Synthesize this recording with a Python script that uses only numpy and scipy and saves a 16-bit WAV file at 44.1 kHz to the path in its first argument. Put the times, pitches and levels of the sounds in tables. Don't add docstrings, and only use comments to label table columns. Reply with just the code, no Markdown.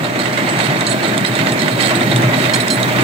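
import sys
import numpy as np
from scipy import signal
from scipy.io import wavfile
from scipy.ndimage import uniform_filter1d

SR = 44100
rng = np.random.default_rng(int(sys.argv[2]) if len(sys.argv) > 2 else 0)


def put_to_file(sound):
    columns = np.atleast_2d(sound).T
    safe = np.clip(columns, -1, 1)
    whole_steps = np.round(safe * 32767)
    wavfile.write(sys.argv[1], SR, whole_steps.astype(np.int16))


N = 133623

# [f/Hz, level per Hz/dB]
ROAR_SPECTRUM = [(15, -68), (25, -38), (59, -53), (99, -23), (141, 3.5), (326, -1), (476, -8.5), (624, -6),
                 (1160, -10.5), (2000, -9), (2910, -18.5), (3720, -21), (5000, -29), (8140, -28.5),
                 (10300, -39), (12200, -36.5), (14400, -30), (16000, -34)]
# [t/s, level/dB]
ROAR_LEVEL = [(0, -20), (.25, -20), (.5, -17), (.75, -18.5), (.95, -19.5), (1.1, -18.5), (1.3, -19.5),
              (1.5, -17.5), (1.75, -20), (1.95, -15.5), (2.1, -18.5), (2.3, -17), (2.55, -17), (2.75, -19),
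              (3.03, -15)]
# [t/s, level/dB]
RUMBLE_LEVEL = [(0, -22.5), (.3, -24.5), (.65, -21.5), (.9, -23), (1.2, -23), (1.6, -21), (1.9, -22),
                (2.05, -18.5), (2.25, -21), (2.4, -22), (2.75, -22.5), (3.03, -20.5)]
# [f/Hz, width/Hz, level/dB]
WHEEL_RING = [(611.4, 43, 1.5), (340.8, 10, -5)]
# [f/Hz, level/dB]
TURN_SWELL = [(100, -10.5), (300, 0.5), (700, 3), (2000, 4), (6000, 4), (12000, 0)]
# [f/Hz, correlation/share]
EAR_LIKENESS = [(60, .7), (120, .93), (300, .86), (700, .66), (1500, .45), (3000, .3), (6000, .2),
                (15000, .1)]
# [f/Hz, level/dB]
ROAR_BALANCE = [(60, -9), (110, 4), (200, 1), (380, 1), (700, -0.5), (1290, -1), (2380, -9), (4400, -3),
                (8120, -4), (15000, 4.5)]
WIND_BAND_HZ = [30, 95]
# [f/Hz, level/dB, t60/s]
FRAME_MODES = [(1535, -6, .025), (1990, 0, .035), (2280, -3, .03), (2680, -6, .03), (3160, -4, .035),
               (3750, -1, .03), (4220, -3, .03), (4680, -11, .025), (5350, -17, .02), (6650, -14, .025),
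               (7300, -18, .015), (8000, -10, .03), (9450, -16, .035)]
# [t/s, level/dB]
CHATTER_COURSE = [(0, -5), (.17, -8), (.22, -1), (.31, -9), (.55, -4), (.61, 4), (.68, 1), (.72, -8),
                  (.93, -1), (.99, -10), (1.06, 3), (1.14, -8), (1.4, -1), (1.56, -11), (1.62, 1),
                  (1.77, -5), (1.81, 7), (1.9, 5), (1.93, -5), (2.07, -1), (2.3, -5), (2.44, 3), (2.5, -4),
                  (2.58, 1), (2.65, -8), (3.03, -2)]
# [f/Hz, width/Hz, level/dB]
EXHAUST = [(123.5, 9, 27), (143, 53, 0), (227, 31, 2), (264, 130, -4)]
# [t/s, level/dB]
ENGINE_LEVEL = [(0, -30), (.4, -28.5), (.8, -26), (1.2, -25.5), (1.6, -30.5), (2, -20), (2.3, -17.5),
                (2.7, -26.5), (3.03, -20)]
# [t/s, level/dB, f/Hz, bright ring level/dB, crack level/dB]
CLACKS = [(0.0433, -20, 3810, -10, -25), (0.375, -24, 3820, -1, -18), (0.5898, -18, 3750, -20, -2),
          (0.8086, -18, 3700, -3, -1), (0.8672, -10, 4140, -12, -14), (0.8745, -23, 4150, -15, -12),
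          (0.915, -19, 4140, -20, -12), (0.9236, -22, 3700, -4, -13), (1.07, -31, 3700, -15, -5),
          (1.1784, -16.5, 3660, -1, 3.5), (1.2087, -22, 3700, -8, -3), (1.2492, -13, 3870, -7, -10),
          (1.3533, -15.5, 3710, -6, -6.5), (1.4092, -25, 3880, -40, -16), (1.4606, -19.5, 3680, -24, -11),
          (1.5209, -20.5, 3750, -4, 3), (1.6202, -18, 3730, -14, 1), (1.6826, -19, 3740, -8, -14),
          (1.767, -24, 3830, -14, -18), (1.8076, -19, 3750, -10, -1), (1.801, -30, 3600, -14, -6),
          (1.8385, -18, 3680, -14, -7), (1.86, -13.5, 4205, -16, -5), (1.8715, -24, 3750, -5, 6),
          (1.953, -15.5, 3860, -4, -19), (2.0076, -17, 3700, -4, -17), (2.1146, -11.5, 3790, -12, -24),
          (2.161, -15, 3640, 1.5, 1), (2.2204, -22.5, 3580, -16, 2), (2.3416, -16, 3900, -22, -19),
          (2.4533, -21, 3640, -12, -16), (2.4974, -15.5, 3870, -10, -16), (2.55, -17.5, 3640, 3, -15),
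          (2.6054, -13.5, 3870, -10, -12), (2.6814, -19, 3640, -20, 6.5), (2.7706, -26, 3850, -13, -9),
          (2.8035, -21.5, 3830, -16, -16), (2.83, -12, 3820, -14, -3.5)]
# [pitch/ratio, level/dB]
CLACK_CLUSTER = [(1, -1), (.965, -7), (1.04, -8), (1.11, -11)]
# [t/s, level/dB, time in the air/s, low modes level/dB, top modes level/dB]
HOPS = [(0.1898, -31.5, 0.02, 15, -28), (0.2387, -34, 0.088, 4, -20), (0.3271, -30, 0.034, 10, -9),
        (0.376, -34, 0.029, -15, -30), (0.4883, -28.5, 0.084, 8, -11), (0.5881, -29, 0.06, 2, -12),
        (0.638, -31, 0.022, -1, 1), (0.7871, -29.5, 0.032, -9, -17), (0.8657, -20, 0.022, 5, -7),
        (0.8905, -22, 0.036, -4, -4), (0.9245, -27.5, 0.0088, 0, -6), (1.0277, -31.5, 0.069, 11, -14),
        (1.076, -28.5, 0.014, 8, -12), (1.2597, -26.5, 0.03, 13, -3), (1.3533, -30.5, 0.02, -8, -6),
        (1.3848, -37, 0.035, 2, -1), (1.489, -32, 0.048, 14, -19), (1.5204, -34, 0.025, -19, 6),
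        (1.59, -28.5, 0.033, 15.5, -6), (1.6816, -32, 0.063, -15, -14), (1.7135, -31.5, 0.052, 9, -15),
        (1.7926, -40, 0.066, 1, -12), (1.8087, -23, 0.018, 10, -3), (1.8275, -26, 0.02, 8, -8),
        (1.847, -27, 0.022, 9, -5), (1.8715, -27, 0.036, 1, -4), (1.954, -25, 0.021, 8, -1),
        (2.0294, -32, 0.03, 0, -11), (2.161, -28, 0.021, -19, -3), (2.372, -32.5, 0.072, 9, 0),
        (2.5347, -19.5, 0.015, 14, -5), (2.5516, -23.5, 0.015, -13, 1), (2.601, -25.5, 0.024, 12, -1),
        (2.7011, -19.5, 0.06, 10, -2), (2.8, -34, 0.04, 6, 0), (3.007, -28, 0.04, -22, -14)]
PIECE_HZ = [3152, 4116, 4236, 5257, 5755, 6527, 6694, 7910, 8090, 9393, 10982, 11225, 4712]
# [level/dB, t60/s, left over right/dB, group: 0 low, 1 middle, 2 top]
PIECE_MODES = [(-11, .08, -6, 0), (-6, .15, -8, 0), (-3, .1, -8, 0), (-12, .12, -4, 0), (-19, .15, -4, 0),
               (-7, .12, -2, 1), (-5, .18, -3, 1), (4, .6, -11, 1), (-6, .08, -4, 1), (0, .6, -11, 2),
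               (-13, .4, -6, 2), (-13, .4, -6, 2), (-13, .1, -5, 0)]
# [t/s, level/dB, f/Hz]
KNOCKS = [(0.256, -10, 1960), (0.3735, -12, 2100), (0.4743, -15.5, 2130), (0.602, -11, 1990),
          (0.6674, -15, 2030), (1.2476, -10, 2014), (1.3897, -11, 2025), (1.4132, -11.5, 2150),
          (1.4697, -9, 1955), (1.6315, -23, 2230), (1.6794, -11, 2020), (1.8821, -18, 2200),
          (1.8978, -28, 2220), (2.0098, -24, 1990), (1.908, -17, 2320), (2.3346, -12.5, 2040),
          (2.4, -14, 2060), (2.4407, -13, 1930), (2.4532, -13, 2480), (2.4948, -10, 2150),
          (2.541, -11.5, 2280), (2.9542, -25, 2110), (2.985, -11, 1930)]
# [t/s, level/dB, f/Hz]
THUMPS = [(0.445, -8.5, 345.6), (0.573, -14, 171), (0.681, -1.5, 140), (1.015, -9, 343), (1.399, -6.5, 156),
          (1.512, -4, 136), (1.735, -13, 150), (1.959, -7, 348.6), (2.009, -4, 257), (2.095, -4, 143),
          (2.221, -4, 158), (2.256, -13, 135), (2.979, -3, 132)]

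TURN_HZ, FIRST_SWELL_S, SWELL_PEAK_S = 9.16, 0.043, 0.0071
RUMBLE_TOP_HZ, HISS_LOW_HZ = 480, 10500
HISS_RISE_DB, HISS_FOLLOW = 6, .2
WIND_START_DB, WIND_RISE_DB = -59.25, 9.5
CHATTER_DB, CHATTER_PAN_DB, TICK_DB = -28, -16.5, -4
CHATTER_PER_S, CHATTER_SPREAD_DB = 1000, 3.2
DETUNE, SPOT_SPREAD_DB = .022, 2.5
ENGINE_HZ, FIRST_FIRING_S = 9.51, .025
WOBBLE, OFFBEAT, OFFBEAT_DB = 0.004, 0.49, -7
CLACK_T60, BRIGHT_HZ, BRIGHT_T60, CRACK_S = .04, 8280, .018, .0028
CRACK_DB, CLACK_PAN_DB = 3, -11
PIECE_DB, STRIKE_DB, STRIKE_SPREAD_DB = -1, -6, 2.5
FLICKER_DB, LANDING_S = 2.5, 0.0022
TOUCH_RISE = .007
TOUCH_S, TOUCH_SPREAD = .01, .9
KNOCK_DB, KNOCK_T60, KNOCK_PAN_DB = -4.5, 0.041, -19
KNOCK_GRIT_DB, KNOCK_GRIT_S = 2, .006
THUMP_DB, THUMP_RISE_S, THUMP_T60 = -7, 0.0058, 0.14
TUNNEL_T60, TUNNEL_DB = .22, -13
LEFT_LATE_S = 0.000282
MIC_LOW_HZ, EDGE_HZ, KNEE = 109, 15850, 1.3


def gain_of(db):
    return 10 ** (np.asarray(db) / 20)


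def evened(x):
    return x / np.sqrt(np.mean(x ** 2) + 1e-20)


def read(points, hz):
    f, value = np.transpose(points)
    return np.interp(np.log(hz + 1), np.log(f + 1), value)


def course(points, t):
    return np.interp(t, *np.transpose(points))


def add(mix, s, sound):
    part = mix[..., round(s * SR):][..., :sound.shape[-1]]
    part += sound[..., :part.shape[-1]]


def resonate(x, hz, width):
    turn = np.exp(2j * np.pi * hz * np.arange(len(x)) / SR)
    r = np.exp(-np.pi * width / SR)
    return 2 * (turn * signal.lfilter([1 - r], [1, -r], x / turn)).real


def ping(t, hz, t60, turn=0):
    return gain_of(-60 * t / t60) * np.sin(2 * np.pi * (hz * t + turn))


def grit(noise, length_s):
    sos = signal.butter(4, [1200, 9000], "band", fs=SR, output="sos")
    hollow = noise - .6 * resonate(noise, 6100, 600)
    return signal.sosfilt(sos, hollow) * np.exp(-np.arange(len(noise)) / SR / length_s)


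def placed(x, pan_db):
    late = round(LEFT_LATE_S * SR)
    left = np.r_[np.zeros(late), x][:len(x)]
    return np.array([gain_of(pan_db / 2) * left, gain_of(-pan_db / 2) * x])


def roar():
    frames, hz = N // 256 + 5, np.fft.rfftfreq(1024, 1 / SR)
    a, b, c, d, patches = rng.standard_normal((frames, 513, 5)).T
    patches = uniform_filter1d(patches, size=12, axis=0)
    patches = evened(uniform_filter1d(patches, size=7, axis=1))
    flicker = evened(uniform_filter1d(rng.standard_normal(frames), size=2))

    t = np.arange(frames) * 256 / SR
    since = ((t - FIRST_SWELL_S) * TURN_HZ % 1) / TURN_HZ / SWELL_PEAK_S
    swell = since * np.exp(1 - since)
    level, rumble = course(ROAR_LEVEL, t), course(RUMBLE_LEVEL, t)
    top = level.max()
    low = 1 / (1 + (hz / RUMBLE_TOP_HZ) ** 4)
    hiss = hz > HISS_LOW_HZ
    follow = np.where(hiss, HISS_FOLLOW, 1 - low)

    db = read(ROAR_SPECTRUM, hz)[:, None] + np.outer(read(TURN_SWELL, hz), swell)
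    db += np.outer(follow, level - top) + np.outer(low, rumble - rumble.max())
    db += 1.3 * patches + 0.72 * flicker
    db += np.outer(hiss, HISS_RISE_DB * (t * SR / N - 1))

    same = np.clip(read(EAR_LIKENESS, hz), 0, 1)[:, None]
    left = a + 1j * b
    earlier = np.exp(2j * np.pi * hz * LEFT_LATE_S)[:, None]
    right = same * left * earlier + np.sqrt(1 - same ** 2) * (c + 1j * d)
    balance = gain_of(read(ROAR_BALANCE, hz) / 2)[:, None]
    spectrum = np.array([left * balance, right / balance]) * gain_of(db)
    x = signal.istft(spectrum, nperseg=1024, noverlap=768)[1][:, :N]
    ring = [sum(gain_of(g) * resonate(ear, f, w) for f, w, g in WHEEL_RING) for ear in x]
    return gain_of(top - 1.5) * evened(x + np.array(ring))


def wind():
    sos = signal.butter(2, WIND_BAND_HZ, "band", fs=SR, output="sos")
    flutter = evened(signal.sosfilt(sos, rng.standard_normal((2, N))))
    return gain_of(WIND_START_DB + WIND_RISE_DB * np.arange(N) / N) * flutter


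def chatter():
    shake = gain_of(course(CHATTER_COURSE, np.arange(N) / SR))
    clump = gain_of(3.0 * evened(uniform_filter1d(rng.standard_normal(N), size=700)))
    strength = gain_of(CHATTER_SPREAD_DB * np.minimum(rng.exponential(1, N), 3))
    contacts = strength * (rng.random(N) < CHATTER_PER_S * clump / SR)
    spot, t, x = rng.integers(0, 12, N), np.arange(2000) / SR, np.zeros(N)
    spot_draws = rng.standard_normal((12, len(FRAME_MODES), 2))
    for k, (draws, noise) in enumerate(zip(spot_draws, rng.standard_normal((12, 2000)))):
        sound = gain_of(TICK_DB) * grit(noise, 0.00098)
        for (hz, db, t60), (u, v) in zip(FRAME_MODES, draws):
            sound += gain_of(db + SPOT_SPREAD_DB * u) * ping(t, hz * (1 + DETUNE * v), t60)
        x += signal.oaconvolve(contacts * (spot == k), sound)[:N]
    return placed(gain_of(CHATTER_DB) * shake * evened(x), CHATTER_PAN_DB)


def engine():
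    t = np.arange(N) / SR
    drift = evened(uniform_filter1d(rng.standard_normal(N), size=4000))
    cycles = (t - FIRST_FIRING_S) * ENGINE_HZ + WOBBLE * drift
    puffs = np.zeros(N)
    for offset, gain in [(0, 1), (OFFBEAT, gain_of(OFFBEAT_DB))]:
        puffs += gain * (np.diff(np.floor(cycles - offset), prepend=-1) > 0)
    puffs = puffs * gain_of(2.5 * rng.standard_normal(N))
    x = sum(gain_of(db) * resonate(resonate(puffs, f, w), f, 2 * w) for f, w, db in EXHAUST)
    return gain_of(course(ENGINE_LEVEL, t)) * evened(x)


def clacks():
    out, t = np.zeros(N), np.arange(3000) / SR
    noises = rng.standard_normal((len(CLACKS), 3000))
    for (s, db, hz, bright_db, crack_db), noise in zip(CLACKS, noises):
        modes = zip(CLACK_CLUSTER, noise[-4:])
        ring = sum(gain_of(g) * ping(t, hz * ratio, CLACK_T60, turn) for (ratio, g), turn in modes)
        bright = gain_of(bright_db) * ping(t, BRIGHT_HZ, BRIGHT_T60)
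        crack = gain_of(crack_db + CRACK_DB) * grit(noise, CRACK_S)
        add(out, s, gain_of(db) * (np.minimum(t / 0.00087, 1) * ring + bright + crack))
    return placed(out, CLACK_PAN_DB)


def loose_piece():
    out, chance = np.zeros((2, N)), rng.standard_normal((len(HOPS), len(PIECE_MODES), 3))
    tremble = uniform_filter1d(rng.standard_normal((len(PIECE_MODES), N + SR)), size=110)
    tremble = gain_of(FLICKER_DB * evened(tremble))
    noises = rng.standard_normal((len(HOPS), 1500))
    for (s, db, air, low_db, top_db), draws, noise in zip(HOPS, chance, noises):
        t = np.arange(0, air + 5 * LANDING_S, 1 / SR)
        gate = np.minimum(t / 0.0019, 1) * np.exp(-np.maximum(t - air, 0) / LANDING_S)
        touch = TOUCH_S * np.exp(TOUCH_SPREAD * noise[0])
        ahead = TOUCH_RISE * touch * (1 - np.exp(-t / touch))
        add(out, s, placed(gain_of(db + STRIKE_DB) * grit(noise, 0.0036), CLACK_PAN_DB))
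        for hz, mode, (u, left_turn, right_turn), shake in zip(PIECE_HZ, PIECE_MODES, draws, tremble):
            mode_db, t60, pan_db, group = mode
            group_db = (low_db, 0, top_db)[round(group)]
            gain = gain_of(PIECE_DB + db + mode_db + group_db + STRIKE_SPREAD_DB * u)
            envelope = gain * gate * shake[round(s * SR):][:len(t)]
            left = gain_of(pan_db) * ping(t, hz, t60, left_turn + hz * ahead)
            right = ping(t, hz, t60, right_turn + hz * ahead)
            add(out, s, envelope * np.array([left, right]))
    return out


def knocks():
    out, t = np.zeros(N), np.arange(3000) / SR
    dull = signal.butter(2, [900, 3500], "band", fs=SR, output="sos")
    turns = rng.random((len(KNOCKS), 2))
    noises = rng.standard_normal((len(KNOCKS), 3000))
    for (s, db, hz), (a, b), noise in zip(KNOCKS, turns, noises):
        crackle = gain_of(KNOCK_GRIT_DB) * signal.sosfilt(dull, noise) * np.exp(-t / KNOCK_GRIT_S)
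        side_modes = ping(t, 1.4 * hz, 0.024, a) + ping(t, .72 * hz, 0.029, b)
        blow = .8 * ping(t, hz, KNOCK_T60) + .45 * side_modes + crackle
        add(out, s, gain_of(db + KNOCK_DB) * np.minimum(t / 0.00071, 1) * blow)
    return placed(out, KNOCK_PAN_DB)


def thumps():
    out, t = np.zeros(N), np.arange(6000) / SR
    for s, db, hz in THUMPS:
        modes = ping(t, hz, THUMP_T60) + .4 * ping(t, 2.1 * hz, 0.16)
        add(out, s, gain_of(db + THUMP_DB) * np.minimum(t / THUMP_RISE_S, 1) * modes)
    return out


def tunnel(x):
    t = np.arange(SR // 4) / SR
    signs = rng.choice([-1., 1.], (2, len(t)))
    sparse = (rng.random((2, len(t))) < .05) * (t > .003)
    taps = signs * sparse * gain_of(-60 * t / TUNNEL_T60)
    return gain_of(TUNNEL_DB) * signal.fftconvolve(x, taps / np.linalg.norm(taps[0]), axes=1)[:, :N]


def scene():
    metal = loose_piece() + clacks() + knocks() + chatter()
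    return roar() + engine() + thumps() + metal + tunnel(metal)


def record(dry):
    bass_cut = signal.butter(4, MIC_LOW_HZ, "high", fs=SR, output="sos")
    thin = signal.sosfilt(bass_cut, dry) + wind()
    rounded = KNEE * np.tanh(thin / KNEE)
    band_limit = signal.firwin(511, EDGE_HZ, window=("kaiser", 9), fs=SR)
    return signal.oaconvolve(rounded, band_limit[None], "same")


dry = scene()
out = record(dry)
put_to_file(out)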